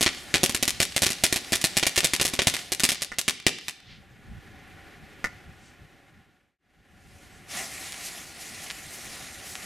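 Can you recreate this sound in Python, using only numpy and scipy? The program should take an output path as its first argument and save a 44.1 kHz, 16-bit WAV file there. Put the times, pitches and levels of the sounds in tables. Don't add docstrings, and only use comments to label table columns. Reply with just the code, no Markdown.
import sys
import numpy as np
from scipy import signal
from scipy.fft import irfft
from scipy.io import wavfile
from scipy.ndimage import uniform_filter1d

SR = 44100
rng = np.random.default_rng(int(sys.argv[2]) if len(sys.argv) > 2 else 0)


def store_pcm(level_fs):
    pcm = np.round(np.clip(level_fs, -1, 1) * 32767).astype(np.int16)
    wavfile.write(sys.argv[1], SR, np.atleast_2d(pcm).T)


N = 425563


def stars():
    # start in seconds, crack level in dB, thump level in dB relative to the crack
    bursts = [(0.0094, -1.5, -16, 0.13, 0.36, 0.73, 1.23), (0.0278, 1.5, -29.5, 0.13, 0.45, 0.78, 0.08),
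              (0.0624, -2, -14, 0.85, 0.24, 0.62, 0.25), (0.3409, 1.5, -21.5, 0.57, 0.49, 1.23, 0.11),
              (0.3536, -8.5, -10, 0.4, -0.053, 0.43, 0.91), (0.4328, 3, -18, 0.0, 0.52, 1.16, 0.065),
              (0.4947, -9, -15, 0.08, 0.21, 0.91, 0.21), (0.5471, -2, -21.5, 0.1, 0.58, 0.59, 0.2),
              (0.6269, -1, -21.5, 0.1, 0.5, 0.75, 0.085), (0.6784, -1, -22, 0.08, 0.3, 0.69, 0.26),
              (0.802, 2, -20, 0.28, -0.028, 0.34, 0.1), (0.8244, -3.5, -22.5, 0, 0.16, 0.84, 0.37),
              (0.9635, 0, -19.5, 0.16, 0.16, 0.71, 0.38), (1.02, 0, -19.5, 0, 0.41, 0.38, 0.37),
              (1.0316, -1.0, -16.5, 0.2, 0.11, 0.98, 0.29), (1.0648, -1, -20, 0.28, 0.58, 0.51, 0.2),
              (1.1038, -6, -18.5, 0.0, 0.4, 0.91, 0.18), (1.2371, 4, -21, 0.03, 0.29, 0.83, 0.34),
              (1.2499, -11.5, -35, 0.46, 0.12, 0.42, 0.55), (1.3261, 1, -19.5, 0.1, 0.79, 0.55, 0.14),
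              (1.3603, -4.5, -19.5, 0.06, 0.19, 0.77, 0.31), (1.5216, -8, -15, 0.1, 0.24, 1.01, 0.11),
              (1.5309, -0.5, -21, 0.34, 0.23, 0.57, 0.3), (1.5537, -5, -24.5, 0.0, 0.51, 0.33, 0.72),
              (1.6138, -11.5, -43.0, 0, -0.088, 0.19, 0.46), (1.6411, 3.5, -20, 0.07, 0.48, 1.3, 0.24),
              (1.7687, 1.5, -20.5, 0.13, 0.4, 0.98, 0.3), (1.828, -5, -14, 0.67, 0.31, 0.65, 0.56),
              (1.8666, 1.5, -22.0, 0.13, -0.03, 0.6, 0.48), (1.9597, -5, -35, 0.17, 0.51, 1.1, 1.07),
              (1.9767, 0.5, -18.5, 0.25, -0.29, 0.68, 0.58), (2.0328, -13.5, -13.5, 0.5, 0.48, 0.24, 1.54),
              (2.0443, 3, -22.5, 0.0, 0.21, 0.32, 0.56), (2.1351, -0.5, -21.5, 0.15, -0.025, 0.64, 0.22),
              (2.1981, -6.5, -17, 0.7, 0.43, 0.44, 0.23), (2.2125, 1, -19.5, 0.0, 0.18, 1.18, 0.46),
              (2.2511, -0.5, -20, 0.0, 0.27, 0.76, 0.62), (2.2834, -12.5, -19, 0, 0.4, 0.48, 0.25),
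              (2.3363, -8.5, -14.5, 0.2, 0.49, 0.76, 0.22), (2.3907, -3.5, -12, 0.86, 0.01, 0.76, 0.45),
              (2.419, -9, -17, 0.19, 0.44, 0.93, 0.14), (2.4706, 4, -18, 0.18, -0.68, 0.21, 0.43),
              (2.489, -12.5, -65.5, 0.0, -0.38, 0.45, 0.89), (2.5395, -7, -20, 0.32, 0.18, 0.53, 0.54),
              (2.7197, -2.5, -20, 0, -0.29, 0.72, 0.66), (2.797, -5, -24.5, 0.18, 0.51, 1.25, 0.25),
              (2.8351, 4.5, -22.5, 0.04, 0.51, 0.91, 0.19), (2.8517, -13, -47, 0, -0.4, 0.35, 0.1),
              (2.89, 1.5, -26.5, 0.17, 0.01, 0.84, 0.15), (2.9183, -7.5, -18, 0.12, 0.17, 0.97, 0.29),
              (3.0197, -7, -25, 0.04, -0.084, 0.36, 0.51), (3.1852, -1.0, -27, 0.0, 0.028, 0.87, 0.34),
              (3.2801, 0, -22, 0.32, 0.41, 0.94, 0.15), (3.4659, 2, -19, 0.42, 0.66, 0.54, 0.099),
              (3.682, -12, -26, 0.27, -0.12, 0.25, 0.14)]
    echo_pan = [0.3, 1, -4, -5.5, -4.5, 3, 8.5, 6.5]
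    echo_loss = [-2, -4.5, -7.5, -5.5, -7, -4.5, -16.5, -8]
    # delay in seconds, level in dB relative to the crack.
    house_fronts = [(0.12, -23), (.1225, -25.5), (0.146, -31)]
    # start in seconds, level in dB, dullness from 0 to 1.
    embers = [(7.922, -16, 0.1), (7.928, -17.5, 0.5), (7.943, -23, 0.9), (8.7, -20, .7), (8.703, -16.5, 1),
              (8.71, -17, 1), (8.716, -21, 0.2), (9.145, -30, 0.6), (9.401, -29, .9), (9.554, -16, 1),
              (9.562, -27, .9)]
    # frequency in Hz, relative level in dB per Hz.
    crack_tone = [(350, -45.5), (700, -15), (1100, -13), (1900, -1.5), (3000, -3.5), (4500, -2.5),
                  (6500, -4), (10000, -4), (13000, -12), (16000, -28.5)]
    # frequency in Hz, relative level in dB per Hz.
    thump_tone = [(25, -12.5), (60, -3), (110, 0), (190, 0), (300, -0.5), (420, 0.5), (700, -4.5),
                  (1200, -15.5), (3000, -72.5)]
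    echo_scatter_db = 3.2
    thump_lift_db, thump_echo_lift_db = 3.5, 2.5

    s, db, thump_db, dull, *place = np.transpose(bursts)[:, :, None]
    late_ms, pan_db = 1000 * echoes(*place), np.array(echo_pan)
    loss_db = echo_loss + echo_scatter_db * rng.standard_normal(late_ms.shape)
    jitter_s = rng.uniform(-1, 1, late_ms.shape) / 20000
    echo_s, echo_db = s + late_ms / 1000 + jitter_s, db + loss_db
    duller = dull + 0.0008 * late_ms
    near = cracks(np.c_[s, echo_s], np.c_[db, echo_db], np.r_[0, pan_db], np.c_[dull, duller])

    far_s, far_db = np.transpose(house_fronts)
    far_s, far_db = np.ravel(s + far_s), np.ravel(db + far_db)
    far_dull = np.full(far_s.shape, 0.6)
    tick_s, tick_db, tick_dull = np.transpose(embers)
    small = cracks(np.r_[far_s, tick_s], np.r_[far_db, tick_db], 0, np.r_[far_dull, tick_dull])

    turn = np.arange(N) * 11 // SR % 3
    tails = sum(yard(near.mean(0) * (turn == k)) for k in range(3))

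    hz = np.fft.rfftfreq(4096, 1 / SR)
    crack = -np.roll(irfft(amp(read(crack_tone, hz))), 20)[:160]
    crack = crack * signal.windows.tukey(160, 0.25)
    thump = causal(read(thump_tone, hz), size=3000)

    low = arrivals(s, db + thump_db + thump_lift_db, 0)
    low_echo_db = echo_db + thump_db + thump_echo_lift_db - 0.69 * late_ms
    low += arrivals(echo_s, low_echo_db, 0.91 * pan_db)
    low += amp(-5.0) * yard(low[0])
    return shaped(near + small + amp(-9) * tails, crack) + shaped(low, thump)


def cracks(s, db, pan_db, dull):
    dull, t = np.clip(dull + 0 * db, 0.01, 0.99), np.arange(1000) / SR
    sharp = arrivals(s, db + 20 * np.log10(1 - dull), pan_db)
    soft = arrivals(s, db + 20 * np.log10(3.95 * dull), pan_db)
    grit = rng.standard_normal(N) + 0.3 * rng.standard_normal((2, N))
    spray = amp(-60 * t / 0.02)
    sharp = sharp + amp(-28) * shaped(sharp, spray) * grit
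    soft = soft + amp(-28) * shaped(soft, spray) * grit
    return sharp + signal.filtfilt(*signal.butter(1, 4000, fs=SR), soft)


def echoes(right, before, high):
    mirrors = [(1, 1, -1, 0, 0, 0), (1, -1, 1, 0, 4.52, 0), (1, -1, -1, 0, 4.52, 0), (-1, 1, 1, 3.86, 0, 0),
               (-1, -1, 1, 4.04, 4.52, 0), (-1, 1, 1, -6.68, 0, 0), (-1, -1, 1, -6.94, 4.52, 0),
               (1, 1, -1, -8.24, -3.32, 9.72)]
    mic_height_m, back_wall_m, sound_m_per_s = 1.44, 2.26, 343
    place = np.stack([right, back_wall_m - before, high], axis=-1)
    flip, shift = np.split(np.array(mirrors), 2, axis=1)
    mic = np.array([0, 0, mic_height_m])
    direct_m = np.linalg.norm(place - mic, axis=-1)
    echo_m = np.linalg.norm(place * flip + shift - mic, axis=-1)
    return (echo_m - direct_m) / sound_m_per_s


def yard(x):
    # frequency in Hz, time to die 60 dB in seconds.
    ring_times = [(100, 0.064), (250, 0.61), (600, 0.28), (1400, 0.41), (3700, 0.83), (7000, 0.44),
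                  (12000, 0.23)]
    size = SR * 2 // 3
    taps = np.zeros((2, size))
    at = np.arange(100, size - 20, 20) + rng.integers(0, 20, (2, (size - 101) // 20))
    np.put_along_axis(taps, at, rng.choice([-1., 1.], at.shape), 1)
    taps[1] = 0.75 * taps[0] + 0.67 * taps[1]
    hz, t, z = signal.stft(taps, SR, nperseg=256)
    slope = amp(-60 * t / read(ring_times, hz)[:, None])
    slope = slope + 5 * amp(-60 * t / 0.042)
    tail = signal.istft(z * slope, SR, nperseg=256)[1]
    return signal.oaconvolve(x[None], tail / np.linalg.norm(tail[0]), axes=1)[:, :N]


def jet():
    # time in seconds, level in dB before surges and a 1 dB lift.
    burn = [(0, -47), (.5, -50), (1.3, -47.5), (1.7, -45.5), (2.4, -52), (2.6, -41.5), (2.95, -84),
            (3.55, -67), (3.7, -51), (3.9, -100), (6.7, -82), (7.0, -61.5), (7.2, -56), (7.47, -62.5),
            (7.49, -48.5), (7.525, -38), (7.59, -34), (7.69, -42), (7.95, -42.5), (8.1, -42.5), (8.21, -43),
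            (8.34, -48.5), (8.43, -43.5), (8.72, -43.5), (8.84, -45.5), (9.13, -42.5), (9.38, -46),
            (9.65, -43.5)]
    # frequency in Hz, relative level in dB per Hz.
    hiss_tone = [(59, -28.5), (100, 0.5), (224, -9.5), (583, -8.5), (634, -9.5), (721, -2.5), (891, -11),
                 (1420, -1), (1580, -9.5), (1910, 2.5), (3400, -2), (6420, -1), (11200, -5), (15000, -21),
                 (16000, -35)]
    # frequency in Hz, relative level in dB per Hz.
    roar_tone = [(120, -25), (190, 0.5), (300, -8.5), (573, -5.5), (755, 1.5), (882, -9), (1410, -4),
                 (2000, 0), (2800, -12.5), (5000, -23), (15000, -48)]
    roar_db, roar_slope = -48.5, 1.4
    sputters_per_s = 300
    hiss, level_db = noise(hiss_tone, 1.8, 0.84, size=512), curve(burn, 1)

    sputter = amp(3.4 * np.minimum(rng.exponential(1, N), 4))
    sputter = sputter * (rng.random(N) < sputters_per_s / SR) * rng.choice([-1, 1], N)
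    sputter = evened(signal.lfilter(*signal.butter(2, [1800, 9000], "band", fs=SR), sputter))

    roar = amp(roar_db + roar_slope * (level_db + 42.5)) * noise(roar_tone, 0.8, 1.5, size=1024)
    surge = uniform_filter1d(uniform_filter1d(rng.standard_normal(N), size=1500), size=1500)
    surge_db = 0.7 * evened(surge)
    return amp(level_db + surge_db + 1.0) * (hiss + amp(-16.5) * sputter) + roar


def knocks():
    # start in seconds, peak level in dB of the direct pulse
    blows = [(3.1183, -27), (5.243, -15)]
    # frequency in Hz, relative level in dB, time to die 60 dB in seconds.
    modes = [(244, -10, 0.0027), (590, -13.5, 0.0041), (983, -23, 0.0046), (1460, -7.5, 0.034),
             (1820, -5.5, 0.018), (2015, -3, 0.016)]
    # delay in seconds, gain in dB, left minus right in dB.
    returns = [(0, 6.5, -3.5), (.004, 2, -1.5), (.0056, 3, 0.5), (.008, -5, -5), (0.0147, -3, 12.5),
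               (0.017, -4.5, -0.5), (.027, -6.5, 5.5)]
    click_db, click_hz, click_s = -5.5, 4800, 0.00008
    t = np.arange(2000) / SR
    body = sum(amp(db - 60 * t / t60) * np.sin(2 * np.pi * hz * t) for hz, db, t60 in modes)
    click = t / click_s * np.exp(1 - t / click_s)
    body += amp(click_db) * click * np.sin(2 * np.pi * click_hz * t)
    band = signal.butter(N=2, Wn=[2500, 10000], btype="band", fs=SR)
    splinters = signal.lfilter(*band, rng.standard_normal(len(t)))
    body += amp(-17 - 60 * t / 0.03) * splinters

    s, db = np.transpose(blows)[:, :, None]
    late, gain_db, pan_db = np.transpose(returns)
    direct = shaped(arrivals(s + late, db + gain_db, pan_db), body)
    return direct + amp(-11.5) * yard(direct[0])


def puffs():
    # time of the peak in seconds,
    # level in dB before the treble cut, half length in seconds (down to 1/e), centre in Hz.
    swells = [(3.919, -50.5, 0.066, 2530), (5.665, -55, 0.064, 4800), (8.062, -36, 0.033, 6940),
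              (8.42, -41, 0.019, 7000), (8.64, -41, .015, 7500), (8.944, -41.5, 0.027, 8000),
              (9.14, -48, .03, 7000), (9.506, -41, 0.064, 7800)]
    t, out = np.arange(N) / SR, np.zeros(N)
    for s, db, half, hz in swells:
        edges = signal.butter(N=3, Wn=[hz / 1.8, hz * 1.8], btype="band", fs=SR, output="sos")
        breath = evened(signal.sosfilt(edges, rng.standard_normal(N)))
        out += amp(db) * breath * np.exp(-((t - s) / half) ** 2)
    return signal.lfilter(*signal.butter(N=2, Wn=11000, fs=SR), out)


def night():
    # time in seconds, hum and wash in dB before a 3.5 dB lift, steady wind
    # on the microphone in dB.
    air = [(0, -53.5, -53), (.4, -48.5, -51), (.9, -56.5, -53), (1.3, -50.5, -54.5), (2.4, -51, -54),
           (3.42, -61.5, -60), (3.85, -62, -68), (4.25, -58.5, -52), (4.45, -54.5, -54.5),
           (5.1, -53.5, -52.5), (5.6, -53, -52), (6.2, -51, -56), (7.0, -55.5, -51), (7.4, -55.5, -55.5),
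           (9.65, -52, -54)]
    # time of the peak in seconds, peak level in dB,
    # half length in seconds (down to 1/e).
    bumps = [(3.925, -50.5, 0.085), (4.304, -49, .03), (4.357, -45, 0.037), (4.673, -62, .04),
             (5.032, -47, 0.017), (5.257, -54, 0.021), (5.494, -45, 0.039), (5.828, -44.5, 0.039),
             (5.95, -52.5, 0.017), (6.12, -54, .03), (6.19, -50, .03), (6.297, -47.5, .025)]
    # frequency in Hz, relative level in dB per Hz.
    hum_tone = [(150, -32.5), (250, -0.5), (427, -4), (482, -7.5), (573, -2.5), (646, -18), (755, 1.5),
                (882, -13.5), (1290, -9), (1410, -3.5), (1730, -4), (4870, -21.5), (12200, -30),
                (14200, -32), (15500, -55.5)]
    # frequency in Hz, relative level in dB per Hz.
    wind_tone = [(12, -30.5), (20, -12), (53, 7.5), (112, 5.5), (211, 3), (312, -24), (500, -17),
                 (650, -47.5), (1100, -120)]
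    t = np.arange(N) / SR
    hum = amp(curve(air, 1) + 3.5) * noise(hum_tone, 0.5, 0.81, size=1024)
    gusts = sum(amp(db) * np.exp(-((t - s) / half) ** 2) for s, db, half in bumps)
    wind = amp(curve(air, 2)) + gusts
    return hum + wind * noise(wind_tone, 1.4, 1.7, size=2048)


def noise(spectrum, patchy_db, flicker_db, size):
    # frequency in Hz, correlation from 0 to 1.
    likeness = [(60, 0.69), (300, 0.87), (1400, 0.95), (3000, 0.96), (7000, 0.96), (15000, 1)]
    frames, hz = 4 * N // size + 5, np.fft.rfftfreq(size, 1 / SR)
    a, b, c, d, patches = rng.standard_normal((frames, len(hz), 5)).T
    patches = uniform_filter1d(patches, size=size // 40, axis=0)
    patches = evened(uniform_filter1d(patches, size=8192 // size, axis=1))
    flicker = evened(uniform_filter1d(rng.standard_normal(frames), size=3))
    same, left = np.clip(read(likeness, hz), -1, 1)[:, None], a + 1j * b
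    right = same * left + np.sqrt(1 - same ** 2) * (c + 1j * d)
    z = np.array([left, right])
    z *= amp(read(spectrum, hz)[:, None] + patchy_db * patches + flicker_db * flicker)
    return evened(signal.istft(z, nperseg=size, noverlap=size * 3 // 4)[1][:, :N])


def arrivals(s, db, pan_db):
    train = np.zeros((2, N))
    at = np.clip(np.round(np.ravel(s) * SR).astype(int), 0, N - 1)
    for side, sign in enumerate((0.5, -0.5)):
        np.add.at(train[side], at, np.ravel(amp(db + sign * pan_db)))
    return train


def shaped(train, pulse):
    return signal.oaconvolve(train, pulse[None] / abs(pulse).max())[:, :N]


def causal(db, size=4096):
    full = np.log(amp(np.maximum(np.concatenate([db, db[-2:0:-1]]), -100)))
    return np.fft.ifft(np.exp(full - 1j * signal.hilbert(full).imag)).real[:size]


def amp(db):
    return 10 ** (np.asarray(db) / 20)


def evened(x):
    return x / np.sqrt(np.mean(x ** 2) + 1e-20)


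def read(points, hz):
    f, value = np.transpose(points)
    return np.interp(np.log(hz + 1), np.log(f + 1), value)


def curve(rows, column):
    table = np.array(rows)
    return np.interp(np.arange(N) / SR, table[:, 0], table[:, column])


def scene():
    return stars() + jet() + knocks() + puffs() + night()


def record(dry):
    # centre in Hz, width in Hz, depth in dB.
    notch_rows = [(497.4, 75, -4.5), (894, 98, -2.5), (1294, 78, -5.5), (1567, 80, -10)]
    silence_s, fade_out_s, fade_in_s = 6.582, 1.58, 0.87
    edge_hz = 16600
    hz = np.fft.rfftfreq(4096, 1 / SR)
    notches = causal(sum(db / (1 + (2 * (hz - f) / width) ** 2) for f, width, db in notch_rows))
    heard = signal.oaconvolve(dry, notches[None])[:, :N]
    heard = 0.85 * np.tanh(heard / 0.85)
    t = np.arange(N) / SR - silence_s
    fade = np.clip(np.maximum(-t / fade_out_s, t / fade_in_s), 0.002, 1)
    lowpass = signal.firwin(511, edge_hz, window=("kaiser", 9), fs=SR)
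    return signal.oaconvolve(heard * fade, lowpass[None], "same")


dry = scene()
out = record(dry)
store_pcm(out)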